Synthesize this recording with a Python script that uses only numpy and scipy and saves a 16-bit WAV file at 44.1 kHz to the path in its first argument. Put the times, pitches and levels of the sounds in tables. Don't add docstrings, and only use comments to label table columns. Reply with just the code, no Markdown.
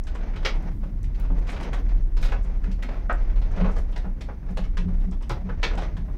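import sys
import numpy as np
from scipy import signal
from scipy.fft import rfft, irfft
from scipy.io import wavfile
from scipy.ndimage import uniform_filter1d

SR = 44100
rng = np.random.default_rng(int(sys.argv[2]) if len(sys.argv) > 2 else 0)


def store_pcm(level_fs):
    pcm = np.round(np.clip(level_fs, -1, 1) * 32767).astype(np.int16)
    wavfile.write(sys.argv[1], SR, np.atleast_2d(pcm).T)


def volts_from_db(level):
    exponent = np.asarray(level, float) / 20
    return 10 ** exponent


N = 272097
SPAN = 8192
LEAD = .002
TIME = np.arange(SPAN) / SR
HZ = np.arange(SPAN // 2 + 1) * SR / SPAN


def unit(x):
    return x / np.sqrt(np.mean(x ** 2))


def walk(rate):
    k = int(SR / rate)
    steps = np.repeat(rng.standard_normal(N // k + 1), k)
    return unit(uniform_filter1d(uniform_filter1d(steps, k), k)[:N])


def shaped(points, size):
    hz, db = np.transpose(points)
    log_hz = np.log(np.arange(size // 2 + 1) * SR / size + 1)
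    return irfft(rfft(rng.standard_normal(size)) * volts_from_db(np.interp(log_hz, np.log(hz), db)), size)


def colour_curve(hz, db):
    return volts_from_db(np.interp(np.log(HZ + 1), np.log(hz), db))


def add(out, x, s, db):
    i = int((s - LEAD) * SR)
    top = np.sqrt(2 * uniform_filter1d(x ** 2, SR // 200).max())
    out[i:i + SPAN] += (x * volts_from_db(db) / top)[:N - i]


def wind():
    # time in seconds, load on the tower in dB, sway re load in dB, tooth pressure in dB
    gusts = [(0.0, -26.5, -0.5, -49), (0.41, -25, -3, -45.5), (0.79, -26.5, -4.5, -54),
             (1.29, -19.5, -4, -49.5), (1.67, -31, -4, -43.5), (2.01, -20, -2, -50.5),
             (2.87, -27, -3.5, -50.5), (2.97, -27.5, -4, -47.5), (3.4, -15.5, -8, -52),
             (3.59, -25.5, -1.5, -43), (3.63, -17, -4, -47), (4.33, -32.5, 0, -57), (4.43, -45, -4, -56.5),
             (4.47, -28.5, -1, -48), (4.9, -19, -3.5, -53), (5.19, -29, -5.5, -55), (5.77, -25, -4.5, -48),
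             (6.17, -30, -3.5, -57)]
    s, *columns = np.transpose(gusts)
    return [np.interp(np.arange(N) / SR, s, column) for column in columns]


def wavering(hz):
    turns = np.cumsum(hz * (1 + 0.05023 * walk(5))) / SR
    return -np.sqrt(2) * np.cos(2 * np.pi * turns)


def resonate(hz, width):
    peak = signal.tf2sos(*signal.iirpeak(hz, hz / width, fs=SR))
    return unit(signal.sosfilt(np.vstack([peak, peak, peak]), rng.standard_normal(N)))


def tower(load_db, share_db):
    sway_db = load_db + share_db + 3.0 * walk(9.7)
    shudder_db = load_db - 2 + 2.45 * walk(9)
    rumble_db = -37.5 + 0.51 * (load_db + 23) + 3 * walk(8)
    sway = volts_from_db(np.minimum(sway_db, -17)) * wavering(26.5)
    shudder = volts_from_db(np.minimum(shudder_db, -16)) * wavering(37)
    buffet = volts_from_db(-36.5) * resonate(53.0, 27.0)
    rumble = resonate(76, 30) + 0.43 * resonate(122.7, 70)
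    return sway + shudder + buffet + volts_from_db(rumble_db - 3.5) * rumble


def aftershake(knocks):
    shake_s, db_per_db = .08, .33
    fade = np.exp(-1 / (shake_s * SR))
    power = signal.lfilter([1 - fade], [1, -fade], knocks ** 2)
    return db_per_db * 10 * np.log10(power / np.median(power) + .1)


def grind(db):
    # frequency in Hz, level in dB per Hz
    rub_colour = [(100, 5.5), (190, 6.5), (350, -5), (700, -11), (1300, -20.5), (2100, -21), (2900, -32),
                  (4200, -37), (6300, -37), (8000, -67)]
    grains = shaped(rub_colour + [(20000, -120)], N) * volts_from_db(1.4 * walk(18) + 2.5 * walk(70))
    grains = signal.sosfilt(signal.butter(2, 340, "high", fs=SR, output="sos"), grains)
    low = [(hz, level) for hz, level in rub_colour if 90 < hz < 500]
    drone = shaped([(38, -18.5), (55, 10.5)] + low + [(720, -47.5)], N)
    hiss = shaped([(1500, 2), (3000, 1.0), (6300, -2.5), (7500, -21.5), (16000, -9.0)], N)
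    rubbing = volts_from_db(db - 0.7) * unit(grains)
    droning = volts_from_db(-41.5 + 1.75 * walk(6.05)) * unit(drone)
    return rubbing + droning + volts_from_db(-74.5 + walk(12) / 2) * unit(hiss)


def slip(length, rough_db):
    chatter = rng.standard_normal(SPAN) * volts_from_db(rough_db * rng.exponential(size=SPAN))
    since = np.maximum(TIME - LEAD, 0)
    bite = 1 - np.exp(-since / max(0.06 * length, 1e-5))
    let_go = np.exp(-(since / max(length, 2e-4)) ** 2)
    return rfft(chatter * (TIME >= LEAD) * bite * let_go)


def splinters(hits):
    # start in seconds, peak level in dB, air re edge in dB, slip length in seconds
    ticks = [(.036, -48, -24, 0.0059), (0.146, -52, -20, 0.017), (0.357, -58, -16, .017),
             (.55, -60, -11, .016), (0.623, -59, -14, .012), (1.029, -49, -10.5, 0.01),
             (1.386, -57, -12, .0097), (1.496, -47, -16, .025), (1.517, -50, -13, 0.017),
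             (1.605, -52, -11, 0.042), (1.726, -52.5, -12, 0.039), (2.023, -60.5, -27, .014),
             (2.216, -48, -5, 0.019), (2.235, -44.5, -4.5, .035), (2.427, -55.5, -17, 0.026),
             (2.825, -48, -10, .016), (3.401, -59.5, -18, 0.0058), (3.51, -54, -29, .012),
             (3.7115, -55, -22, .023), (3.781, -51, -9.5, 0.016), (3.918, -58, -12, .0094),
             (4.504, -58, -15, .012), (4.57, -48, -11, 0.012), (4.653, -55, -23, .005),
             (5.111, -51.5, -29, .0077), (5.223, -51, -21, .0062), (5.293, -40, -13, 0.016),
             (5.317, -48.5, -5, 0.0053), (5.811, -56, -24, .025)]
    # start in seconds, peak in dB, air re edge in dB, slip in seconds
    snaps = [
        (0.449, -45.5, -12.5, 0.025),
        (1.199, -45, 0, 0.0015),
        (1.8, -54.5, -4.5, 0.00088),
        (3.129, -43.5, -14, 0.00039),
        (5.755, -47.5, -14.5, 0.00089),
    ]
    shed = [(s, min(db + edge_db - 12.5, -45), -17, 0.017) for s, db, _, edge_db, *_ in hits]
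    out = np.zeros(N)
    for s, db, air_db, length in ticks + snaps + shed:
        crack = colour_curve([2760, 5750, 8000, 12500, 16000], [-25, 0, -3.5, air_db, 2.1 * air_db])
        add(out, irfft(slip(length, rough_db=4.5) * crack), s, db - 4.5)
    return out


def blows():
    # start in seconds, peak in dB, edge re mid in dB
    glancing = [(0.0685, -38, -1.5), (0.335, -38, -25), (0.3587, -34.5, -11), (.427, -37, -12),
                (0.6277, -44, -13), (1.0384, -43.5, 0.3), (1.145, -45, -1.1), (1.378, -50.5, -8),
                (1.469, -41, -1), (1.561, -32.5, -14), (1.629, -39, 3), (1.675, -56, -3), (1.888, -45, -5),
                (1.975, -57, 3), (2.2477, -33, -8), (2.283, -34, -8), (2.713, -46, 4),
                (3.295, -41.5, -15.5), (3.508, -43, -18), (4.637, -40.5, -10), (5.004, -53, 0),
                (5.2245, -43, -8), (5.617, -46, -6)]
    # start in seconds, peak in dB, body re mid in dB, edge re mid in dB, ring in Hz
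    hard = [(.15, -33, -10.5, -16.5, 980), (0.4492, -14.5, -2, -2.5, 2500), (.833, -42, 7.5, -10.5, 1150),
            (1.488, -29.5, -1.5, -10.5, 2120), (1.6, -31.5, 1.5, -10, 910), (1.73, -26.5, 0, -9, 1260),
            (2.167, -33.5, 0.5, -4.5, 1040), (2.2268, -30, -2, 1, 1980), (2.3183, -22.5, 0.5, -15.5, 770),
            (2.639, -35.5, -3, -8, 1800), (2.823, -30, -5, -8, 2100), (3.094, -14.5, -1.5, -32, 1290),
            (3.762, -35.5, 6, -4.5, 1040), (3.9601, -35, 4.5, -1.5, 1830), (4.208, -39, 4, 0.5, 1950),
            (4.287, -38, 8.5, -26, 1840), (4.5704, -29, 3.3, -6, 802), (4.77, -31.5, 3, -2.5, 1900),
            (5.2961, -29, 8, -6, 1140), (5.489, -29, 1.5, -22, 1400), (5.6294, -15, 0.5, -1, 2077),
            (5.7071, -30.5, 1.5, -22.5, 1790), (5.775, -26, 1.5, -8.5, 743), (5.967, -37.5, -1.1, -6, 900)]
    # start in seconds, peak in dB, edge re mid in dB
    seating = [(.204, -41.5, -15), (0.5376, -39.5, -16), (.667, -51, -9), (1.195, -46, -4), (1.3, -37, -29),
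               (1.5264, -37, -6), (2.06, -59.5, -18), (2.543, -53, -14), (2.9067, -39.5, -16),
               (2.951, -43.5, -14), (3.043, -46.5, -27), (3.217, -50, -3.5), (3.3571, -42, -9),
               (3.415, -41, -8), (3.5617, -40.5, -6), (3.573, -33.5, -24), (3.6007, -32, -16),
               (3.6419, -28.5, -20.5), (3.675, -33.5, -36), (3.924, -47.5, -5), (4.043, -38, -30),
               (4.426, -53, -25), (4.485, -45, -13), (4.88, -44, -14), (5.1163, -44.5, -7),
               (5.2056, -47, -12), (5.3622, -39.5, -24), (5.733, -36, -12), (5.8174, -32.5, -10.5),
               (6.0784, -43.5, -29)]
    seat_hz, glance_hz = 900 * 2 ** (.4 * rng.standard_normal((2, 30)))
    hits = []
    for s, db, body_db, edge_db, hz in hard:
        ring_db = -.15 * (edge_db + 12)
        slip_s = 0.021 + .0003 * (db + 30)
        hits.append((s, db, body_db, edge_db, hz, ring_db, slip_s))
    for (s, db, edge_db), hz in zip(seating, seat_hz):
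        hits.append((s, db, 5.5, edge_db, hz, -6, 0.029))
    for (s, db, edge_db), hz in zip(glancing, glance_hz):
        hits.append((s, db, -6.5, edge_db, hz, -6, 0.021))
    return hits


def modes(hz, gain, t60):
    low = HZ[:SPAN // 4]
    damping = np.log(1000) / t60[:, None]
    response = (gain[:, None] / (damping + 2j * np.pi * (low - hz[:, None]))).sum(axis=0)
    return np.pad(response / np.median(np.abs(response)), (0, len(HZ) - len(low)))


def cogs(hits):
    count = 50
    order = np.arange(count)
    out = np.zeros(N)
    for s, db, body_db, edge_db, ring_hz, ring_db, length in hits:
        crowd_hz = 270 * 2 ** ((order + 0.65 * rng.random(count)) / 10)
        crowd_gain = (-1) ** order * volts_from_db(1.5 * rng.standard_normal(count)) * (crowd_hz / ring_hz) ** .9
        crowd_t60 = .013 * (1000 / crowd_hz) ** 1.2
        hz = np.append(crowd_hz, ring_hz)
        gain = np.append(crowd_gain, 2.4 * volts_from_db(ring_db))
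        t60 = np.append(crowd_t60, 0.008 * (1000 / ring_hz) ** 1.5)
        wood = 4.2 + modes(hz, gain, t60)
        colour = colour_curve([200, 450, 750, 1500, 3000, 5500, 9000, 14000],
                              [body_db - 16, body_db + 5.5, body_db, 0,
                               0.6 * edge_db - 0.5, edge_db - 6.5, edge_db - 32.5, edge_db - 44.5])
        blow = irfft(slip(length, rough_db=2.5) * wood * colour)
        add(out, blow, s, db + max(body_db, edge_db, 0) - 5.0)
    return out


def scrapes():
    # start in seconds, length in seconds, level in dB, edge brightness in dB
    drags = [
        (.1, .25, -56, -20),
        (1.17, .13, -59, -16),
        (1.465, .18, -51, -9),
        (2.17, .15, -53, -6),
        (2.88, .12, -53, -18),
        (3.58, .1, -44, -34),
        (5.77, .07, -48, -14),
    ]
    attack_s, release_s = .008, .022
    t = np.arange(N) / SR
    body = unit(shaped([(200, -30), (380, 0), (900, -6), (2200, -14), (4000, -28), (16000, -70)], N))
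    edge = unit(shaped([(1200, -25), (2500, -1.5), (5500, -4), (8000, -20), (16000, -40)], N))
    out = np.zeros(N)
    for s, length, db, edge_db in drags:
        start = np.clip((t - s) / attack_s, 0, 1)
        let_go = np.exp(-np.maximum(t - s - length, 0) / release_s)
        out += start * let_go * volts_from_db(db) * (body + volts_from_db(edge_db) * edge)
    return out * volts_from_db(4.5 * walk(60) + 2.1 * walk(400))


def echoes():
    # frequency in Hz, time to fall 60 dB in seconds
    decay = [(200, 0.19), (530, 0.18), (1400, 0.16), (3700, 0.18), (9700, 0.13)]
    hz, t60 = np.transpose(decay)
    f, t, cells = signal.stft(rng.standard_normal(3 * SPAN), SR, nperseg=128)
    fade = np.exp(-np.log(1000) * t / np.interp(np.log(f + 1), np.log(hz), t60)[:, None])
    tail = signal.istft(cells * fade, SR, nperseg=128)[1]
    tail = tail * (1 - np.exp(-np.arange(len(tail)) / SR / 0.012))
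    return tail / np.sqrt(np.sum(tail ** 2))


def loft(x):
    places, place_s = 5, .09
    place = (np.arange(N) / SR / place_s).astype(int) % places
    wet = sum(signal.fftconvolve(x * (place == k), echoes())[:N] for k in range(places))
    return x + volts_from_db(-5.5) * wet


def beam():
    # start in seconds, peak level in dB, pitch in Hz, push length in seconds
    thumps = [(0.18, -38, 191, 0.02), (0.647, -29, 174, 0.0053), (0.99, -31, 100, 0.02),
              (1.063, -31.5, 132, 0.0078), (1.3, -35, 265, 0.012), (2.84, -37, 250, 0.012),
              (1.7, -35, 122, 0.02), (3.77, -27, 68, 0.02), (5.76, -35, 175, .02),
              (1.309, -28.5, 169.5, 0.016), (1.371, -33.5, 123.6, 0.02), (1.604, -36, 183.6, 0.017),
              (1.986, -40, 116.4, 0.013), (2.195, -41.5, 165, 0.007), (2.427, -45, 126, 0.02),
              (2.677, -28, 189, 0.0058), (3.442, -43, 123, 0.011), (3.572, -27, 184, 0.012),
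              (3.611, -18, 182.6, 0.024), (3.669, -21, 185.5, 0.007), (4.06, -30.5, 187, 0.0053),
              (4.5, -29.5, 182, 0.015), (4.59, -28.5, 186.3, 0.0097), (4.781, -27, 176.5, 0.018),
              (4.851, -21.5, 181, 0.022), (5.063, -26, 183, 0.022), (5.303, -27.5, 124, 0.016),
              (5.442, -26.5, 185, 0.019), (5.865, -36.5, 171, 0.0087), (5.975, -33.5, 170.3, 0.045)]
    t60 = 0.24
    fade = np.exp(-np.log(1000) * TIME / t60) * np.cos(np.pi / 2 * TIME * SR / SPAN)
    out = np.zeros(N)
    for s, db, hz, length in thumps:
        rise = 1 - np.exp(-TIME / max(length, .002))
        phase = 2 * np.pi * hz * TIME
        note = np.sin(phase) + 0.12 * np.sin(1.36 * phase) + 0.08 * np.sin(2.22 * phase)
        add(out, rise * note * fade, s, db + 0.5)
    return out


def scene():
    load_db, share_db, pressure_db = wind()
    hits = blows()
    knocks = cogs(hits)
    rubbing = grind(pressure_db + 2.5 + aftershake(knocks))
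    mesh = loft(knocks + splinters(hits) + scrapes())
    return (tower(load_db, share_db) + rubbing + mesh + beam())[None]


def low_pass(x):
    return signal.sosfilt(signal.butter(12, 15800, fs=SR, output="sos"), x)


def record(dry):
    heard = signal.sosfilt(signal.butter(1, 12, "high", fs=SR, output="sos"), dry)
    return low_pass(heard)


dry = scene()
out = record(dry)
store_pcm(out)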